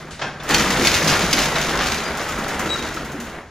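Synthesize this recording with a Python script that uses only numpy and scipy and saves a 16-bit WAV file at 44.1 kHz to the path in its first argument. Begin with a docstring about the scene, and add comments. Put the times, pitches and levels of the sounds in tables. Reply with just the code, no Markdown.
"""A faint rattle and a short latch scrape, then a garage door is heaved up by hand with a loud clatter.
Rollers and panels are shaking noise; loose hinges chatter as noise that rings the steel tracks.
Hinges clank as sections tip into the bend: noise bursts with ringing tones. Bumps boom as low tones.
Squeaks are thin gliding whistles, and fittings tick. The noise calms down as the door settles.
Bare garage walls add an echoing tail, over quiet outdoor air heard by two close microphone ports."""
import sys
import numpy as np
from scipy import signal
from scipy.fft import rfft, irfft
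from scipy.io import wavfile

SR = 44100
rng = np.random.default_rng(int(sys.argv[2]) if len(sys.argv) > 2 else 0)


def master_out(mix):
    """Clip the mix to full scale and print it as 16-bit PCM to the path in sys.argv[1]."""
    frames = np.transpose(np.atleast_2d(mix))
    ceiling = np.clip(frames, -1, 1)
    pcm = np.round(ceiling * 32767).astype(np.int16)
    wavfile.write(sys.argv[1], SR, pcm)


N = 154350  # length in samples: 3.5 s
RING = SR // 2  # longest ring or room tail in samples: half a second

# All levels are relative: each layer is also scaled where it is mixed. fade_s is the time to fall 60 dB.
# rollers running in the tracks: time_s, level_db
ROLLING_LEVEL = [(0, -35.5), (.17, -45), (.28, -34), (.37, -40.5), (.47, -30), (.51, -19), (.78, -21),
                 (1.12, -18.5), (1.24, -22.5), (1.41, -23), (1.73, -22.5), (1.92, -23), (2.12, -25.5),
                 (2.65, -25), (3.05, -32.5), (3.39, -33.5), (3.46, -48.5)]
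# panels shaking: time_s, level_db
SHAKING_LEVEL = [(0, -39.5), (.16, -43), (.28, -33), (.38, -42.5), (.47, -33), (.52, -24), (.83, -21),
                 (.97, -28.5), (1.11, -24), (1.5, -27), (2.1, -30.5), (2.65, -29), (3.1, -33.5),
                 (3.4, -36.5), (3.5, -65)]
# loose hinges chattering: time_s, level_db
CHATTER_LEVEL = [(0, -48), (.38, -62), (.47, -39), (.51, -22.5), (.68, -26.5), (.92, -19.5), (1.02, -25.5),
                 (1.12, -23), (1.3, -28.5), (1.42, -21.5), (1.51, -32), (1.61, -25.5), (1.75, -32),
                 (1.92, -24.5), (2.05, -37), (2.85, -35), (3.03, -47), (3.3, -46), (3.45, -68)]
# a section humming as it rolls overhead: time_s, level_db
HUM_LEVEL = [(.85, -42), (1.15, -30.5), (2.2, -47), (3.15, -36.5), (3.5, -61)]
# latch and rollers knocking against the track: start_s, level_db
TRACK_KNOCKS = [(.193, 0), (0.2137, 1.5), (.218, 7.5), (0.4002, -3), (.498, 7.5), (.517, 10.5),
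                (1.116, 11.5), (1.378, 12.5), (1.556, 9), (1.79, 10.5), (1.809, 10), (1.915, 6), (2.195, 5),
                (2.485, 2), (2.964, 0)]
# booms of a section as the door bumps: start_s, level_db, pitch_hz
SECTION_BUMPS = [(0.047, -11, 393), (0.516, 5.5, 165), (0.658, 8, 190.5), (.772, 4.5, 258),
                 (0.823, 7.5, 334.5), (1.035, 9.5, 160.6), (1.10, 6.5, 143), (1.235, 7.5, 171.6),
                 (2.385, 3.5, 215), (2.66, 0.5, 313), (3.144, 3, 288), (3.187, 1, 234)]
# small ticks of cable and fittings: start_s, level_db
FITTING_TICKS = [(.434, -5), (0.49, 6.5), (2.172, 0.5), (2.225, -2), (2.2877, 1.5), (2.383, -3),
                 (2.4815, 2), (2.594, 4.5), (2.943, -2.5), (3.048, -4.5), (3.1184, -6), (3.201, -1),
                 (3.253, -11)]
# squeaks and creaks of rollers and hinges: start_s, length_s, pitch_hz (at the start), level_db
SQUEAK_EVENTS = [(0.259, .04, 1600, -29.5), (0.395, 0.027, 3490, -37), (1.96, .09, 4080, -37),
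                 (2.033, .085, 4835, -33.5), (2.279, 0.042, 1290, -25.5), (2.681, 0.11, 3885, -23.5),
                 (2.753, 0.024, 1380, -25.5), (2.783, 0.065, 3725, -37), (2.968, 0.016, 1306, -22.5)]
# hinge clanks: start_s, level_db, fade_s (of the clatter), pitch_hz (of that hinge)
HINGE_CLANKS = [(0.5446, 10, 0.043, 4400), (.848, 7.5, 0.21, 2190), (0.8713, 11, .065, 4340),
                (0.9496, -4, 0.032, 6140), (1.0744, 4.5, 0.12, 5070), (1.0994, 4, 0.085, 4950),
                (1.3289, 10.5, 0.09, 4820), (1.371, 0.5, .1, 3900), (1.4182, 0.5, 0.13, 2630),
                (1.5561, 2, 0.29, 3870), (1.869, -3, 0.069, 4570)]
# ringing tones of tracks and brackets: pitch_hz (before detuning), level_db, fade_s
STEEL_TONES = [(1571, 0, .25), (2098, 3, .15), (2445, -3, .13), (2702, -3, .13), (3047, -2, .11),
               (3871, -1, .08), (5040, 2, .07), (5950, -3, .1), (6347, -3, .08)]
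# ringing tones of the panels: pitch_hz, level_db, fade_s
PANEL_TONES = [(75.8, 2, 0.31), (96.8, 0, 0.26), (194.3, -5, .2)]
# ringing tones of a booming section: multiple of the bump's pitch (no unit), level_db, fade_s
SECTION_TONES = [(1, 0, .2), (1.3, -5, .13), (1.9, -10, .1)]
# tone colour of running rollers: frequency_hz, level_db
ROLLING_COLOUR = [(100, -7), (300, 0.5), (780, 0), (960, -1.5), (1350, 0.5), (2050, -3), (2500, -9),
                  (4000, -16.5), (7000, -36.5), (9000, -20), (15000, -35)]
# tone colour of shaking panels: frequency_hz, level_db
SHAKING_COLOUR = [(15, -15), (30, -10), (48, -2), (60, -12), (80, -6), (165, 1.5), (350, -3), (550, -11),
                  (1200, -26), (5000, -63)]
# tone colour of chattering and clanking hinges: frequency_hz, level_db
HINGE_COLOUR = [(300, -33), (1200, -7), (2400, 1.5), (3600, 0.5), (5000, -1), (6800, -1), (8000, -8),
                (9600, -9), (11000, -4.5), (12200, -7.5), (14000, -9.5), (16000, -17)]
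# tone colour of track knocks: frequency_hz, level_db
TRACK_KNOCK_COLOUR = [(50, -9), (200, -13.5), (750, -0.5), (1000, -3.5), (1400, -2), (2500, -7),
                      (6000, -15.5), (9000, -32), (16000, -60)]
# tone colour of ticks: frequency_hz, level_db
FITTING_COLOUR = [(300, -23), (1500, 12), (4000, 2.5), (6800, 8), (8500, 1), (11000, 5.5), (15000, 3)]
# tone colour of the latch scrape: frequency_hz, level_db
LATCH_COLOUR = [(300, -27), (1700, -9), (3000, -11), (6800, -15.0), (9000, -16), (15000, -37)]
# tone colour of outdoor air: frequency_hz, level_db
AIR_COLOUR = [(20, -1), (90, 6.5), (200, -6.5), (600, -3), (2000, -20), (7000, -21.5), (16000, -78)]
# the two ports: frequency_hz, left_lead_rad, unshared_db, left_minus_right_db
PORT_DIFFERENCES = [(150, 0, -42, 0), (350, 0, -26, 0), (750, .02, -25, .1), (1400, .05, -19, .5),
                    (3200, .14, -11, .6), (5000, .5, -7.5, 1.1), (7300, .8, -7, 1.1), (8000, 2.5, -9, .6),
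                    (9300, 2.5, -11, .3), (10700, 3.1, -15, 0), (15000, 2.75, -11, 0)]

# room echo against the direct sound
RUN_ROOM_DB = -7.5  # for running rollers, panels and squeaks
CLANK_ROOM_DB = -8  # for clanks
KNOCK_ROOM_DB = -2  # for knocks, latch, hinge chatter and ticks


def undb(db):
    """Turn decibels into a multiplier."""
    return 10 ** (np.asarray(db) / 20)


def curve(rows):
    """Draw a changing loudness through (time_s, level_db) points."""
    return undb(np.interp(np.arange(N) / SR, *np.array(rows).T))


def per_bin(rows, size, axis=1):
    """Spread one column of a table by frequency over every step of a spectrum."""
    rows = np.array(rows, float)
    bin_hz = np.arange(size // 2 + 1) * SR / size
    return np.interp(np.log(bin_hz + 1), np.log(rows[:, 0]), rows[:, axis])


def through(x, response):
    """Let a sound set a response ringing (convolution), keeping the length."""
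    return signal.fftconvolve(np.atleast_2d(x), np.atleast_2d(response), axes=1)[:, :x.shape[-1]]


def unit(x):
    """Scale each channel to a total energy of 1."""
    return x / np.sqrt(np.sum(x ** 2, axis=-1, keepdims=True))


def steady(x):
    """Scale to an average (rms) level of 1."""
    return x / np.sqrt(np.mean(x ** 2))


def colour(x, points):
    """Filter a sound through (frequency_hz, level_db) points, with nothing heard ahead of its cause."""
    size = 4096
    cepstrum = irfft(np.log(undb(per_bin(points, size))))
    # folding the second half onto the first makes the filter respond without delay
    cepstrum[1:size // 2] *= 2
    cepstrum[size // 2 + 1:] = 0
    response = irfft(np.exp(rfft(cepstrum)))
    return through(x, unit(response))


def fade(fade_s):
    """Half a second of smooth dying away, dropping 60 dB every fade_s seconds."""
    return np.exp(-np.log(1000) * np.arange(RING) / SR / fade_s)


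def burst(fade_s):
    """The dense, fast-dying ring of sheet metal: fading noise, unrelated in the two channels."""
    length = RING // 2
    return unit(rng.standard_normal((2, length)) * fade(fade_s)[:length])


def modes(table, tuning=1):
    """An object's ringing tones, each with its own random phase in each channel."""
    t = np.arange(RING) / SR
    ring = 0
    for hz, db, fade_s in table:
        cycles = tuning * hz * t + rng.random((2, 1))
        ring = ring + undb(db) * fade(fade_s) * np.sin(2 * np.pi * cycles)
    return unit(ring)


def place(rows):
    """Lay out (start_s, level_db, sound) rows in time."""
    out = np.zeros((2, N + RING))
    for start_s, db, sound in rows:
        i = int(start_s * SR)
        out[:, i:i + sound.shape[1]] += undb(db) * sound
    return out[:, :N]


def blows(rows):
    """A short metal burst for each (start_s, level_db, fade_s) row."""
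    return place([(start_s, db, burst(fade_s)) for start_s, db, fade_s in rows])


def rattle(per_s, spread_db, fade_s):
    """Many random tiny impacts of uneven strength: noise whose power jumps and then dies away."""
    strength = undb(spread_db * np.minimum(rng.standard_normal(N), 2))
    power = (rng.random(N) < per_s / SR) * strength ** 2
    keep_per_sample = np.exp(-2 * np.log(1000) / SR / fade_s)
    ringing = signal.lfilter([1], [1, -keep_per_sample], power)
    return steady(np.sqrt(ringing) * rng.standard_normal((2, N)))


def walk(rate):
    """Smooth random wander, with a new random target `rate` times a second."""
    return np.interp(np.arange(N) / SR * rate, np.arange(N), rng.standard_normal(N))


def garage(x, wet_db):
    """Bare walls return a dense echo, a moment late, whose treble dies a little sooner."""
    split_hz, low_fade_s, high_fade_s, gap_s = 2500, .57, .5, .0065

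    def noise_band(kind):
        """Random echoes below or above the split."""
        sos = signal.butter(2, split_hz, kind, fs=SR, output="sos")
        return signal.sosfilt(sos, rng.standard_normal((2, RING)))

    echoes = noise_band("low") * fade(low_fade_s) + noise_band("high") * fade(high_fade_s)
    tail = unit(echoes * (np.arange(RING) / SR > gap_s))
    return (x + undb(wet_db) * through(x, tail)) / np.hypot(1, undb(wet_db))


def outdoor_air():
    """Quiet air outside: steady noise with a soft, low colour."""
    return undb(-44.5) * colour(rng.standard_normal((2, N)), AIR_COLOUR)


def rollers():
    """Rollers clatter along the track as many tiny impacts, and knock at its joints."""
    run = rattle(per_s=600, spread_db=2.5, fade_s=.088) * curve(ROLLING_LEVEL)
    run = garage(run, RUN_ROOM_DB)
    knock_fade_s = .16
    knocks = blows([(start_s, db, knock_fade_s) for start_s, db in TRACK_KNOCKS])
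    knocks = garage(knocks, KNOCK_ROOM_DB)
    return undb(-1.0) * colour(run, ROLLING_COLOUR) + colour(knocks, TRACK_KNOCK_COLOUR)


def panels():
    """The big panels drum as they are jolted, hum as they roll, and boom when the door bumps."""
    jolts = rattle(per_s=200, spread_db=1.5, fade_s=.058) * curve(SHAKING_LEVEL)
    rumble = undb(-3.5) * colour(jolts, SHAKING_COLOUR)
    drumming = undb(-9) * through(jolts, modes(PANEL_TONES))
    hum_hz, hum_fade_s = 148, .5
    hum = through(rng.standard_normal((2, N)), modes([(hum_hz, 0, hum_fade_s)]))
    hum = steady(hum) * curve(HUM_LEVEL)
    booms = place([(start_s, db, modes(SECTION_TONES, hz)) for start_s, db, hz in SECTION_BUMPS])
    return rumble + drumming + hum + booms


def hinges(count=5):
    """Loose hinges chatter and ring, each tuned a little differently; cable and fittings tick."""
    detune = .05  # typical share of the pitch
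    chatter, jingle = 0, 0
    for _ in range(count):
        hinge = rattle(per_s=55, spread_db=4.5, fade_s=.04) * curve(CHATTER_LEVEL) / np.sqrt(count)
        chatter = chatter + hinge
        jingle = jingle + through(hinge, modes(STEEL_TONES, 1 + detune * rng.standard_normal()))
    tick_fade_s = .11
    ticks = blows([(start_s, db, tick_fade_s) for start_s, db in FITTING_TICKS])
    ticks = colour(ticks, FITTING_COLOUR)
    return undb(1.5) * colour(chatter, HINGE_COLOUR) + undb(-13.5) * jingle + ticks


def latch():
    """The latch slides with a brief scrape before the lift: one fading burst of noise."""
    start_s, scrape_db, scrape_fade_s = .1082, -3, .3
    return colour(blows([(start_s, scrape_db, scrape_fade_s)]), LATCH_COLOUR)


def squeaks():
    """Dry rollers and hinges stick and slip: thin whistles that swell, sag in pitch and fade."""
    sag_hz_per_s, octave_db = 600, -17.5
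    roughness, wander_per_s = .0035, 300  # share of the pitch, and how often it changes
    t, out = np.arange(N) / SR, 0
    for start_s, length_s, hz, db in SQUEAK_EVENTS:
        age = np.clip(t - start_s, 0, length_s)
        pitch_hz = (hz - sag_hz_per_s * age) * (1 + roughness * walk(wander_per_s))
        phase = 2 * np.pi * np.cumsum(pitch_hz) / SR
        swell = np.interp(age / length_s, [0, .33, 1], [0, 1, 0])
        whistle = np.sin(phase) + undb(octave_db) * np.sin(2 * phase)
        out = out + undb(db) * swell * whistle
    return out * undb(3.5)


def clanks():
    """As a section tips, its hinge cracks, rings at its own pitch and sets the tracks ringing."""
    ring_db, ring_fade_s = -2, .07  # added to the level_db of each clank
    cracks = blows([(start_s, db, fade_s) for start_s, db, fade_s, hz in HINGE_CLANKS])
    rings = place([(start_s, db + ring_db, modes([(hz, 0, ring_fade_s)]))
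                   for start_s, db, fade_s, hz in HINGE_CLANKS])
    track_ring = undb(-1.5) * through(cracks, modes(STEEL_TONES))
    return undb(4.5) * colour(cracks, HINGE_COLOUR) + track_ring + rings


def ports(x):
    """Two close ports share the bass; the treble differs and leads in phase at the left one."""
    lead, apart_db, left_db = (per_bin(PORT_DIFFERENCES, N, axis=k) for k in (1, 2, 3))
    shared, own = rfft(x)
    sign = np.array([[1], [-1]])  # left, right
    apart = undb(apart_db)
    pair = (shared + sign * apart * own) / np.hypot(1, apart)
    # split the level and phase differences evenly between the two sides
    return irfft(pair * undb(sign * left_db / 2) * np.exp(sign * 1j * lead / 2), N)


def scene():
    """The door in the garage, over quiet outdoor air."""
    door = rollers()  # already has its room echo
    door = door + garage(panels() + squeaks(), RUN_ROOM_DB)
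    door = door + garage(latch() + hinges(), KNOCK_ROOM_DB)
    door = door + garage(clanks(), CLANK_ROOM_DB)
    return ports(door + outdoor_air())


def record(dry):
    """Round off the highest peaks, then cut the top of the treble."""
    top_hz = 15500
    rounded = dry / (1 + dry ** 4) ** .25
    return signal.sosfilt(signal.ellip(10, .2, 80, top_hz, fs=SR, output="sos"), rounded)


dry = scene()
out = record(dry)
master_out(out)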